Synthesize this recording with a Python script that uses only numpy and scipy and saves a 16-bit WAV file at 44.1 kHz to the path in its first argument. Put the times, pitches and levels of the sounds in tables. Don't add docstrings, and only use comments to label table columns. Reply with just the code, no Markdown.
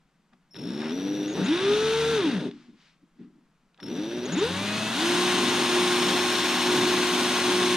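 import sys
import numpy as np
from scipy import signal
from scipy.fft import rfft, irfft, next_fast_len
from scipy.io import wavfile
from scipy.ndimage import uniform_filter1d

SR = 44100
rng = np.random.default_rng(int(sys.argv[2]) if len(sys.argv) > 2 else 0)


def master_out(mix):
    frames = np.transpose(np.atleast_2d(mix))
    ceiling = np.clip(frames, -1, 1)
    pcm = np.round(ceiling * 32767).astype(np.int16)
    wavfile.write(sys.argv[1], SR, pcm)


N = 342216
TIME = np.arange(N) / SR
SIZE = 2 * next_fast_len((N + SR) // 2)
FREQS = np.fft.rfftfreq(SIZE, 1 / SR)
CRAWL_TURNS_PER_S = 66
CHUCK_ORDER, PLANET_ORDER = .0521, .2607


def amp(db):
    return 10 ** (np.asarray(db) / 20)


def unit(x):
    return x / np.sqrt(np.mean(x ** 2) + 1e-20)


def lookup(points, hz):
    position, value = np.transpose(points)
    return np.interp(np.log(hz + 1), np.log(position + 1), value)


def shaped(x, gain):
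    return irfft(rfft(x, SIZE) * gain, SIZE)[..., :N]


def drift(hz):
    coarse = np.linspace(0, TIME[-1], next_fast_len(N // 16))
    gain = 1 / (1 + (np.fft.rfftfreq(len(coarse), coarse[1]) / hz) ** 4)
    wander = irfft(rfft(rng.standard_normal(len(coarse))) * gain, len(coarse))
    return np.interp(TIME, coarse, unit(wander))


# frequency in Hz, likeness from 0 to 1.
LIKENESS = [(30, .8), (100, .98), (400, .97), (700, .95), (2500, .9), (12000, .6)]


def noise(db, strength=0.57):
    like = np.clip(lookup(LIKENESS, FREQS), 0, 1)
    split = np.sqrt(np.array([1 + like, 1 - like]) / 2)
    mid, side = shaped(strength * rng.standard_normal((2, N)), unit(amp(db)) * split)
    return np.array([mid + side, mid - side])


def tone(turns, order, flutter, spread=0.):
    waver = 1 + flutter * (drift(12) + 1j * drift(12)) / np.sqrt(2)
    paths = np.exp(1j * spread * np.array([[1], [-1]]) * drift(0.74))
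    rotation = np.exp(2j * np.pi * (order * turns + rng.random()))
    return np.sqrt(2) * (paths * waver * rotation).real


def blow(s, rise, decay):
    return np.exp(-np.maximum((s - TIME) / rise, (TIME - s) / decay).clip(0, 60))


# frequency in Hz, relative density in dB per Hz.
AIR = [(25, -3), (50, -10), (90, -34.5), (160, 2.5), (300, -11.5), (550, -18), (1200, -16), (8000, -33.5),
       (15000, -47)]
AIR_DB = -62.5


def air():
    return amp(AIR_DB) * noise(lookup(AIR, FREQS))


def workshop(x, wet_db=-10, t60=0.13, apart=0.53):
    sparse = rng.standard_normal((3, N)) * (rng.random((3, N)) < 2500 / SR)
    taps = sparse * amp(-60 * TIME / t60) * (TIME > .002)
    taps = taps[0] + apart * taps[1:]
    soak = FREQS ** 2 / (FREQS ** 2 + 500 ** 2)
    return x + amp(wet_db) * shaped(x, soak * rfft(taps / np.linalg.norm(taps[0]), SIZE))


# frequency in Hz, gain at the peak in dB.
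RINGS = [(190, 5.5), (245, 6.5), (295, 2.5), (405, 7), (905, 8.5)]
RING_WIDTH = 0.042


def ringing(x):
    boost = sum((amp(db) - 1) / (1 + 2j * (FREQS / hz - 1) / RING_WIDTH) for hz, db in RINGS)
    return shaped(x, 1 + boost)


# frequency in Hz, relative level in dB.
BENCH = [(30, -39), (70, -24), (100, -14.5), (135, -4.5), (190, -2), (300, 2), (410, -4.5), (500, -8.5),
         (700, -16.5), (1500, -29), (5000, -66)]
# frequency in Hz, relative density in dB per Hz.
CASE_SLOW = [(320, -20), (550, -9.5), (705, -10), (880, -11.5), (1130, -9.5), (1520, -4), (2200, -8.5),
             (2700, -5.5), (3100, -8), (3610, -1), (4440, -12), (6100, -15.5), (7510, -27), (8870, -22.5),
             (15000, -47)]
# peak in seconds, relative level in dB, decay to 1/e in seconds.
THUDS = [(.333, -53, 0.017), (2.456, -29, 0.018), (2.53, -43, 0.095), (2.69, -49.5, 0.032),
         (2.745, -52, 0.01), (3.035, -55, 0.03), (3.213, -34.5, 0.037), (3.375, -56, 0.072),
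         (3.831, -30, 0.012)]
# peak in seconds, relative level in dB.
CLICKS = [(0.334, -53.5), (.545, -40), (.555, -37), (.564, -36.5), (.588, -37), (2.513, -38), (3.745, -51),
          (3.777, -49), (3.802, -37), (3.83, -31)]
# centre in seconds, half length in seconds, relative level in dB, lower edge in Hz, upper edge in Hz.
SOFT_SWELLS = [(0.852, 0.068, -35.5, 400, 1820), (2.563, 0.15, -56.5, 600, 4200),
               (2.85, 0.088, -57, 1500, 3800), (3.222, 0.045, -62, 500, 2500),
               (3.803, 0.018, -49, 750, 950), (0.335, 0.008, -55, 400, 1300)]
THUD_RISE_SHARE, CLICK_RISE_S, CLICK_DECAY_S = 0.4, 0.00061, 0.0023


def thuds():
    envelope = sum(amp(db) * blow(s, THUD_RISE_SHARE * decay, decay) for s, db, decay in THUDS)
    soft_db = -20 * np.log10(1 + (FREQS / 310) ** 6 + (155 / (FREQS + 1)) ** 4)
    return ringing(envelope * noise(lookup(BENCH, FREQS) + soft_db))


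def handling():
    click = sum(amp(db) * blow(s, CLICK_RISE_S, CLICK_DECAY_S) for s, db in CLICKS)
    blunt_db = -20 * np.log10(1 + (FREQS / 7200) ** 4)
    swells = np.zeros((2, N))
    for s, half, db, low_hz, high_hz in SOFT_SWELLS:
        colour = -10 * np.log10((1 + (FREQS / high_hz) ** 4) * (1 + (low_hz / (FREQS + 1)) ** 3))
        swells += amp(db) * np.exp(-((TIME - s) / half) ** 2) * noise(colour + blunt_db)
    return swells + thuds() + click * noise(lookup(CASE_SLOW, FREQS) + blunt_db)


# start in seconds, speed aimed at in turns a second, settling time in seconds.
TRIGGER = [(.508, 20.8, .128), (.9, 25.3, .085), (1.272, 28, .1), (1.338, 90, .125), (1.44, 138.4, .094),
           (1.6, 154.7, .2), (2.12, 120, .2), (2.168, -145, .6), (2.48, 0, .02), (3.799, 22, .09),
           (3.875, 31.3, .115), (4.25, 85, .125), (4.345, 205.5, .101), (4.547, 223, .175),
           (4.885, 250, .12), (4.945, 358.4, .057), (6.05, 360.9, .2)]


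def shaft():
    speed = np.zeros(N)
    for s, aim, settle in TRIGGER:
        at = round(s * SR)
        approach = np.exp(-TIME[:N - at] / settle)
        speed[at:] = np.maximum(aim + (speed[at] - aim) * approach, 0)
    return speed


# frequency in Hz, width in Hz, peak level in dB.
BOOMS = [(197, 69, -29), (308.7, 79, -23), (433.6, 101, -26)]


def rotor_pull(speed, turns):
    pull_hz = 3 * speed
    boom = sum(amp(db) / (1 + (2 * (pull_hz - hz) / width) ** 4) for hz, width, db in BOOMS)
    return boom * tone(turns, order=3, flutter=.12)


# multiple of the shaft speed, level in dB before the bench colour.
COGGING = [(4, -52), (8, -44), (12, -34), (16, -43.5), (20, -37), (24, -59), (28, -43)]


def cogging(speed, turns):
    crawl = 1 / (1 + (speed / CRAWL_TURNS_PER_S) ** 8)
    pulses = 0
    for order, db in COGGING:
        pulses = pulses + amp(db + lookup(BENCH, order * speed)) * np.sin(2 * np.pi * order * turns)
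    return np.sqrt(2) * crawl * pulses * (1 + .15 * drift(30))


# shaft turns a second, relative level in dB.
THRUM = [(8, -34.5), (16, -38), (28, -41.5), (50, -31.5), (150, -39.5), (210, -38.5), (360, -36)]
BENCH_COAST_DB_PER_S = -3


def bench(speed, turns, running, coast_s, lumpy_db=2.0):
    thrum_db = lookup(THRUM, speed) + lumpy_db * drift(4.2)
    thrum = noise(lookup(BENCH, FREQS), running * amp(thrum_db))
    shake = amp(BENCH_COAST_DB_PER_S * coast_s) * (running * cogging(speed, turns) + thrum)
    return ringing(running * rotor_pull(speed, turns) + shake)


# start in seconds, end in seconds, switching frequency in Hz, relative level in dB.
CHOPPER = [(0.508, 0.538, 5430, -63), (0.534, .915, 5430, -51), (0.914, 1.28, 5790, -50.5),
           (1.272, 1.34, 6600, -50), (1.328, 1.44, 5830, -51), (1.44, 1.47, 6680, -47.5),
           (1.47, 2.13, 5610, -51), (3.806, 3.887, 5430, -49.5), (3.886, 4.332, 5830, -54),
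           (4.25, 4.269, 6650, -44), (4.319, 4.351, 6700, -41.5), (4.374, 4.406, 6800, -44)]
MIRROR_HZ = 12000


def controller(turns, octave_db=-17, mirror_db=-28):
    whistle = np.zeros(N)
    for start, end, hz, db in CHOPPER:
        gate = np.clip(np.minimum(TIME - start, end - TIME) / 0.0022, 0, 1)
        phase = 2 * np.pi * hz * TIME
        octave = amp(octave_db) * np.sin(2 * phase)
        image = amp(mirror_db) * np.sin(2 * (2 * np.pi * MIRROR_HZ * TIME - phase))
        whistle += gate * amp(db) * (np.sin(phase) + (2 * hz < MIRROR_HZ) * (octave + image))
    chop = np.cos(2 * np.pi * 4 * turns)
    return np.sqrt(2) * whistle * (1 + .7 * chop + .1 * drift(120))


SIDEBANDS_DB = -36


def planets(speed, turns):
    teeth = sum(tone(turns, k, flutter=1) / np.sqrt(k) for k in range(3, 11))
    passing = sum(np.cos(2 * np.pi * (k * PLANET_ORDER * turns + rng.random())) for k in range(1, 6))
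    return amp(SIDEBANDS_DB) * (speed / speed.max()) ** 3 * unit(teeth * passing)


STACK_DB = -15.5


def stack(speed, turns):
    case = amp(STACK_DB + lookup(CASE_SLOW, np.arange(SR)))
    tones = 0
    for k in range(4, 34):
        tones = tones + case[(k * speed).astype(int)] * np.cos(2 * np.pi * (k * turns + rng.random()))
    return np.sqrt(2) * tones


# frequency in Hz, relative level in dB.
HOUSING = [(1580, -8), (2700, -2), (3600, 0)]
HOUSING_Q, STRIKES_PER_TURN = 18, 5
KNOCK_DB = -1.5


def strikes(speed, knocks):
    chance = STRIKES_PER_TURN * (speed + 1) / SR
    hits = (rng.random(N) < chance) / np.sqrt(chance) * speed / (speed + CRAWL_TURNS_PER_S / 2)
    age = TIME[:1024]
    modes = 0
    for hz, db in HOUSING:
        modes = modes + amp(db) * np.exp(-np.pi * hz * age / HOUSING_Q) * np.sin(2 * np.pi * hz * age)
    modes = modes * (1 - np.exp(-(age / 0.0004) ** 2))
    force = hits * (rng.uniform(-1, 1, N) + .4 * rng.uniform(-1, 1, (2, N)))
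    force = force + amp(KNOCK_DB) * knocks * rng.choice([-1, 1], N)
    return signal.oaconvolve(force, modes[None] / np.linalg.norm(modes), axes=1)[:, :N]


# shaft turns a second, relative level in dB.
RATTLE = [(14, -36.5), (27, -38), (60, -34.5), (110, -30), (150, -30.5), (180, -34), (225, -32),
          (360, -28.5)]
# frequency in Hz, relative density in dB per Hz.
CASE_FAST = [(320, -53.5), (550, -8.5), (1050, -2.5), (1300, -10), (1410, -4), (2050, -9), (3500, -4.5),
             (4300, -7.5), (4600, -12.5), (5700, -15), (6630, -12.5), (7510, -22), (8870, -15), (9910, -25),
             (12200, -26.5), (15000, -47)]
COAST_DB_PER_S = -12
RECOIL_SHARE, STRIKE_DB = .5, -8


def gears(speed, turns, running, coast_s, grain=0.054, uneven=0.3):
    carrier = 1 + .13 * np.cos(4 * np.pi * PLANET_ORDER * turns) + .07 * np.cos(2 * np.pi * CHUCK_ORDER * turns)
    flanks, flank_hz = 8 * turns, 8 * speed + 1e-6
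    since_s = (flanks % 1) / flank_hz
    flank = flanks.astype(int)
    force = (1 + uneven * rng.uniform(-1, 1, N))[flank] * np.where(flank % 2, RECOIL_SHARE, 1)
    ticks = force * np.exp(-since_s / .0015)
    loose = .55 / (1 + (speed / 60) ** 2)
    strength = running * amp(lookup(RATTLE, speed) + COAST_DB_PER_S * coast_s) * carrier
    rough = unit(np.exp(grain * (drift(450) + drift(50))))
    clatter = strength * (1 - loose + 2 * loose * ticks) * rough
    knocks = loose * force * np.diff(flank, prepend=0) * np.sqrt(SR / (flank_hz + 1))
    fast = np.clip((speed - 130) / 130, 0, 1)
    dull = ringing(noise(lookup(CASE_SLOW, FREQS), amp(-4.5) * np.sqrt(1 - fast) * clatter))
    bright = noise(lookup(CASE_FAST, FREQS), amp(1.4) * np.sqrt(fast) * clatter)
    struck = amp(STRIKE_DB) * strikes(speed, knocks) + np.sqrt(1 - fast) * stack(speed, turns)
    return dull + bright + strength * struck


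SWELLS = [4.95, 5.681, 6.631, 7.42]
HUM_DB, SWELL_S, SAG_DB_PER_S = -24.5, 0.06, 12


def swelling():
    age = np.zeros(N)
    for s in SWELLS:
        age = np.where(TIME < s + SWELL_S / 2, age, TIME - s - SWELL_S / 2)
    smooth_age = uniform_filter1d(age, max(round(SWELL_S * SR), 1))
    return amp(HUM_DB - SAG_DB_PER_S * smooth_age)


# multiple of the shaft speed, level at full speed in dB.
WHINE = [(.276, -58), (.523, -45), (.684, -36), (.893, -40), (2, -49), (3, -39), (6, -47.5), (7, -50),
         (15, -41.5), (17, -51), (18, -50), (24, -49), (30, -55), (33, -56), (36.8, -63)]
# multiple of the shaft speed, peak level in dB,
# strongest speed in turns a second, width as a share of that speed.
MESH = [(.523, -43, 190, .25), (1, -37, 195, .3), (3, -42, 198, .2), (6, -44, 165, .45),
        (9, -42.5, 125, .45), (10.27, -45.5, 160, .35), (12, -41, 213, .15), (31, -53, 216, .05),
        (42.1, -48, 143, .07)]


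def motor(speed, turns, running):
    share = speed / speed.max()
    out = swelling() * share ** 4 * tone(turns, order=1, flutter=.1)
    for order, db in WHINE:
        out += amp(db) * share ** 4 * tone(turns, order, flutter=.1, spread=.4 * (order > 1))
    for order, db, best, width in MESH:
        peak = np.exp(-(np.log((speed + 1e-3) / best) / width) ** 2)
        out += amp(db) * peak * tone(turns, order, flutter=0.22, spread=.3 * (order > 1))
    return out * running


SLACK_TURNS_PER_S, ENGAGED_TURNS_PER_S = 3.2, 23
WANDER_TURNS_PER_S = .18


def scene():
    smooth = shaft()
    coast_s = TIME - np.maximum.accumulate(np.where(np.gradient(smooth) < 0, 0, TIME))
    running = np.clip((smooth - SLACK_TURNS_PER_S) / (ENGAGED_TURNS_PER_S - SLACK_TURNS_PER_S), 0, 1)
    speed = smooth + WANDER_TURNS_PER_S * running * drift(7.2)
    turns = np.cumsum(speed) / SR
    tones = motor(speed, turns, running) + bench(speed, turns, running, coast_s) + controller(turns)
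    clatter = gears(speed, turns, running, coast_s) + planets(speed, turns) + handling()
    return air() + tones + workshop(clatter)


# frequency in Hz, left minus right in dB.
SIDES = [(130, 1.7), (290, 1.7), (360, -1.2), (420, 1.7), (1400, .6), (3100, 2.9), (6800, 2.5), (15000, -6)]
CUTOFF_HZ = 15150


def record(dry, lag_s=.000022):
    sides = np.array([[.5], [-.5]])
    ports = amp(sides * lookup(SIDES, FREQS)) * np.exp(-2j * np.pi * FREQS * sides * lag_s)
    lowpass = signal.firwin(511, CUTOFF_HZ, window=("kaiser", 9), fs=SR)
    return signal.oaconvolve(shaped(dry, ports), lowpass[None], "same")


dry = scene()
out = record(dry)
master_out(out)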